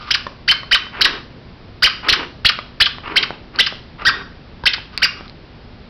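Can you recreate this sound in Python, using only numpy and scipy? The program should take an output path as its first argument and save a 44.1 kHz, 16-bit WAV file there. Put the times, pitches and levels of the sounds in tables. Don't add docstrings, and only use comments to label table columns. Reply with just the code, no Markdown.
import sys
import numpy as np
from scipy import signal
from scipy.fft import rfft, irfft, next_fast_len
from scipy.io import wavfile
from scipy.ndimage import uniform_filter1d, map_coordinates

SR = 44100
rng = np.random.default_rng(int(sys.argv[2]) if len(sys.argv) > 2 else 0)


def wav_out(sig):
    wavfile.write(sys.argv[1], SR, np.round(np.clip(np.atleast_2d(sig).T, -1, 1) * 32767).astype(np.int16))


N = 259749

# onset t/s, squeeze length t/s, jaw lets go after t/s, release length t/s,
# top pitch f/Hz, squeeze level/dB, release level/dB, overtone level/dB (levels before the reed's swing)
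BITE_STROKES = [ (0.106, .012, 0.035, 0.02, 3800, -1, -6.5, -2.5),
                (0.478, 0.017, 0.033, .019, 3068, -5.5, -4.5, -1.5),
                (0.712, .022, .031, .021, 3101, -2, -3, -4),
                (1.009, 0.016, 0.037, .024, 4400, 0.5, -1.5, -5),
                (1.823, 0.029, .034, 0.026, 3078, -1, -5, -3), (2.085, 0.017, .040, 0.022, 4805, 2, -3, -5),
                (2.448, 0.022, .040, .017, 4700, -0.5, -3.5, -4),
                (2.802, 0.026, 0.056, .018, 4300, 0, -7, -5.5),
                (3.158, .025, 0.07, 0.018, 4127, -1.5, -9.5, -5),
                (3.587, .026, .076, .015, 3910, 0, -9.5, -3), (4.05, .021, .028, .021, 1902, -3, -1, -4.5),
                (4.656, 0.024, .078, .016, 3700, -1.5, -12, -3),
                (5.019, .016, .024, .019, 2650, -3, -5.5, -4.5)]
SHUT_HZ = 3350


def amp(db):
    return 10 ** (np.asarray(db) / 20)


def unit(x):
    return x / np.sqrt(np.mean(x ** 2) + 1e-20)


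def along(points, hz):
    f, v = np.transpose(points)
    return np.interp(np.log(hz + 1), np.log(f + 1), v)


def filtered(x, response):
    size = next_fast_len(N + SR // 2)
    hz = np.fft.rfftfreq(size, 1 / SR)
    return irfft(rfft(x, size) * response(hz), size)[:N]


def noise(spectrum):
    white = rng.standard_normal(N)
    return unit(filtered(white, lambda hz: amp(along(spectrum, hz))))


def wobble(rate, count=N):
    knots = rng.standard_normal(int(count * rate / SR) + 4)
    return map_coordinates(knots, [np.arange(count) * rate / SR])


def gate(age, length, edge):
    return np.clip(np.minimum(age, length - age) / edge + .5, 0, 1)


def background(floor_db=-39.5):
    # f/Hz, relative density level/dB
    floor_spectrum = [(12, -31.5), (20, -3.5), (55, -1), (86, -4), (114, -4), (178, -6.5), (265, -11),
                      (352, -12), (563, -16.5), (1250, -22.5), (5000, -29), (6000, -28.5), (7000, -50.5)]
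    # f/Hz, rms level/dB
    hum_tones = [(120, -61.5), (240, -53)]
    t = np.arange(N) / SR
    hum = sum(np.sqrt(2) * amp(db) * np.sin(2 * np.pi * hz * t) for hz, db in hum_tones)
    return amp(floor_db) * noise(floor_spectrum) + hum


def swishes(edge=0.031, grain_db=4):
    # onset t/s, length t/s, level/dB
    rubs = [(-0.03, 0.14, -36), (4.922, 0.1, -41.5), (5.154, 0.124, -46.5)]
    # f/Hz, relative density level/dB
    fur_spectrum = [(290, -39), (500, -21), (815, -16), (886, -19), (1220, 0.5), (1760, -17), (2640, -12.5),
                    (4080, -17), (6000, -17.5), (7800, -69), (13200, -120)]
    t = np.arange(N) / SR
    rub = sum(amp(db) * gate(t - s, length, edge) for s, length, db in rubs)
    return rub * noise(fur_spectrum) * amp(grain_db * wobble(49))


def snuffles(edge=0.024, flutter_db=2.5, fade_db=5):
    # onset t/s, length t/s, level/dB, level of nasal rush re puff/dB
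    puffs = [(0.934, 0.273, -31, -6), (2.036, 0.22, -27.5, -6), (3.042, 0.23, -30.5, -8),
             (3.542, 0.073, -34.5, -9.5), (3.991, 0.242, -32.5, -7)]
    # f/Hz, relative level/dB
    muzzle_spectrum = [(300, -14), (700, -10.5), (1150, -1), (1600, -6.5), (2100, -8), (2850, -9.5),
                       (3500, -20), (5500, -26.5)]
    # f/Hz, relative level/dB
    nose_spectrum = [(150, -22), (250, 3.5), (380, 4.5), (480, -1), (600, -23), (900, -42)]
    muzzle, nose = np.zeros((2, N))
    for s, length, db, nose_db in puffs:
        age = np.arange(N) / SR - s
        fading_db = db - fade_db * np.clip(age / length, 0, 1) ** 2
        muzzle += amp(fading_db) * gate(age, length, edge)
        nose += amp(db + nose_db) * gate(age - 0.12 * length, 0.83 * length, 3 * edge)
    air = muzzle * noise(muzzle_spectrum) + nose * noise(nose_spectrum)
    return air * amp(flutter_db * wobble(140))


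def thumps(rise=0.0032):
    # onset t/s, nominal pulse level/dB
    crushes = [(0.734, -35), (1.844, -17.5), (2.124, -22), (2.453, -15.5), (2.813, -16.5), (4.641, -24)]
    out = np.zeros(N + SR)
    u = np.arange(SR // 8) / SR / rise
    pulse = 2 * u * (1 - u / 2) * np.exp(1 - u)
    for s, db in crushes:
        out[round(s * SR):][:len(u)] += amp(db) * pulse
    return out[:N]


def clicks(scrape=0.46, upper=1.68, upper_db=-5, lower=0.575, lower_db=-10):
    # onset t/s, level before decay/dB, ring f/Hz, decay by 60 dB t/s
    contacts = [(0.267, -11, 1058, .018), (0.632, -20.5, 1130, 0.019), (0.867, -21, 1110, 0.011),
                (2.589, -6.5, 1200, 0.0089), (2.984, -14.5, 1090, 0.0064), (3.3064, -1, 830, 0.0038),
                (3.560, -12, 4330, 0.0044), (3.725, -9.5, 650, 0.0055), (4.02, -17.5, 1226, 0.022),
                (4.637, -16.5, 947, 0.024), (4.782, -15, 920, 0.0075), (4.9769, 4.5, 4610, 0.0039),
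                (5.209, -9, 750, 0.0027), (5.280, -23, 4200, .004), (5.297, -20.5, 4200, 0.0044)]
    rise_cycles = 0.37
    out = np.zeros(N + SR)
    t = np.arange(SR // 10) / SR
    for s, db, hz, t60 in contacts:
        shape = (1 - np.exp(-t * hz / rise_cycles)) * amp(db - 60 * t / t60)
        turns = 2 * np.pi * hz * t
        ring = np.sin(turns)
        ring += amp(upper_db) * np.sin(upper * turns)
        ring += amp(lower_db) * np.sin(lower * turns)
        out[round(s * SR):][:len(t)] += shape * (ring + scrape * rng.standard_normal(len(t)))
    return out[:N]


def glide(up, turn, down, top_hz):
    start_hz, end_hz = 1204, 1080
    reopen_hz = 4706
    rise_bend, fall_bend = .9, 1.4
    fall_from_hz = reopen_hz if top_hz > SHUT_HZ else top_hz
    span = np.log(fall_from_hz / end_hz)
    rising = start_hz * (top_hz / start_hz) ** (up ** rise_bend)
    falling = end_hz * np.exp(span * (1 - down) ** (fall_bend * span))
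    return uniform_filter1d((1 - turn) * rising + turn * falling, size=60)


def reed(pitch, overtone_db, rough):
    # pitch f/Hz, swing level/dB
    swing_levels = [(1000, -21.5), (1300, -9), (1700, -6.5), (2400, -3.5), (3100, -2), (3700, -4.5),
                    (4800, -3)]
    # f/Hz, level/dB
    tube_colour = [(2000, -4), (3000, -2), (3700, 0.5), (4300, 2.5), (4850, 6), (5300, 6), (6000, 0.5)]
    # f/Hz, reach f/Hz
    tube_locks = [(1560, 150), (3060, 400)]
    flutter, rasp = .043, 0.35
    surge_db, overtone_surge_db = 2, 5
    overtone_fall_db = 2.5
    lock_calm, lock_overtone_db = 0.77, -2.5

    count = len(pitch)
    pitch = pitch * (1 + rough * flutter * wobble(600, count))
    grips = [np.exp(-((pitch - hz) / reach) ** 2) for hz, reach in tube_locks]
    pitch = pitch - sum((pitch - hz) * grip for (hz, _), grip in zip(tube_locks, grips))
    held = sum(grips)
    loose = rough * (1 - lock_calm * held)
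    phase = 2 * np.pi * np.cumsum(pitch) / SR + rasp * loose * wobble(1500, count)
    tone = amp(surge_db * loose * wobble(400, count)) * np.sin(phase)
    for k in range(2, 6):
        db = overtone_db + along(tube_colour, k * pitch)
        db += lock_overtone_db * held - overtone_fall_db * (k - 2)
        gain = amp(db + overtone_surge_db * wobble(400, count)) * (k * pitch < 6500)
        tone += gain * np.sin(k * phase)
    return tone, amp(along(swing_levels, pitch))


def squeaker():
    squeeze_swell_db, release_swell_db = -0.4, -4.5
    release_overtone_db = -1
    edge_s, leak_s = 0.0028, 0.0068
    attack_s, attack_db = 0.01, 5.5
    rough_hz = 3295
    hiss_db = -16.5

    out = np.zeros(N)
    air = amp(hiss_db) * noise([(400, -15.5), (1400, -1.5), (5000, 8.0), (7000, -33)])
    age = np.arange(-SR // 50, SR // 8) / SR
    for s, squeeze, let_go, release, top_hz, squeeze_db, release_db, overtone_db in BITE_STROKES:
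        on = round((s + age[0]) * SR) + np.arange(len(age))
        up = np.clip(age / squeeze, 0, 1)
        down = np.clip((age - let_go) / release, 0, 1)
        turn = np.clip((age - squeeze) / max(let_go - squeeze, 1 / SR), 0, 1)

        db = (1 - turn) * (squeeze_db + squeeze_swell_db * (up - .5))
        db += turn * (release_db + release_swell_db * (down - .5))
        db -= attack_db * (1 - np.clip(age / attack_s, 0, 1))

        if top_hz > SHUT_HZ:
            strokes = [(0, squeeze), (let_go, release)]
        else:
            strokes = [(0.00049, let_go + release)]
        speaks = sum(gate(age - start, length, edge_s) for start, length in strokes)
        leaks = sum(gate(age - start, length, leak_s) for start, length in strokes)

        rough = min(top_hz / rough_hz, 1)
        pitch = glide(up, turn, down, top_hz)
        tone, swing = reed(pitch, overtone_db + release_overtone_db * turn, rough)
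        out[on] += amp(db) * swing * (speaks * tone + leaks * rough * air[on])
    return out


def room_response(tail_db=-11, build=0.0049, drift=.06):
    # nominal delay t/s, level/dB
    wall_echoes = [(.0052, -7.5), (.0083, -12), (.0125, -34), (.019, -38), (0.0274, -19.5)]
    # f/Hz, decay by 60 dB t/s
    decay_times = [(200, 0.6), (1300, 0.41), (3200, 0.39), (5500, 0.45)]
    # f/Hz, relative level/dB
    tail_colour = [(200, 11), (1300, 6.5), (2000, 2), (2600, 3.5), (3000, 1.5), (3400, 2.5), (5000, -3)]
    hz, t, z = signal.stft(rng.standard_normal(SR // 2), SR, nperseg=256)
    decay = amp(along(tail_colour, hz)[:, None] - 60 * t / along(decay_times, hz)[:, None])
    tail = signal.istft(z * decay * (1 - np.exp(-t / build)), SR, nperseg=256)[1]
    tail *= amp(tail_db) / np.linalg.norm(tail)
    for delay, db in wall_echoes:
        shifted = delay * np.exp(drift * rng.standard_normal())
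        tail[round(shifted * SR)] += amp(db)
    return tail


def room(x):
    out = np.zeros(N + SR)
    cuts = [0] + [round((row[0] - .01) * SR) for row in BITE_STROKES[1:]] + [N]
    for a, b in zip(cuts, cuts[1:]):
        echo = signal.fftconvolve(x[a:b], room_response())
        out[a:a + len(echo)] += echo
    return out[:N]


def scene(mouth_room_db=-6):
    squeaks = squeaker()
    mouth = clicks() + snuffles() + swishes()
    echoes = room(squeaks + amp(mouth_room_db) * mouth)
    return (squeaks + mouth + thumps() + echoes + background())[None]


def record(dry, ceiling=0.7, lopsided=0.017, knee=4, sag_db=-11, sag_hz=110, recover_hz=30,
           full_scale=0.62, crest_fall_db=6):
    # f/Hz, level/dB
    mic_response = [(4800, 0), (5300, -3.5), (5700, -15), (6000, -20.5), (6300, -45), (6700, -79)]
    top_hz = 16200
    x = dry[0]
    top = ceiling * (1 + lopsided * np.sign(x))
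    held = x / (1 + np.abs(x / top) ** knee) ** (1 / knee)

    def bias(hz):
        return amp(sag_db) / (1 + 1j * hz / sag_hz) * hz / (hz - 1j * recover_hz)

    sag = filtered(np.minimum(np.abs(x - held), .5), bias)
    narrow = filtered(held - sag, lambda hz: amp(along(mic_response, hz)))
    cut = np.clip(narrow, -full_scale, full_scale)
    crest_fall = [(8000, 0), (top_hz, -crest_fall_db)]
    return filtered(cut, lambda hz: amp(along(crest_fall, hz)) * (hz < top_hz))[None]


dry = scene()
out = record(dry)
wav_out(out)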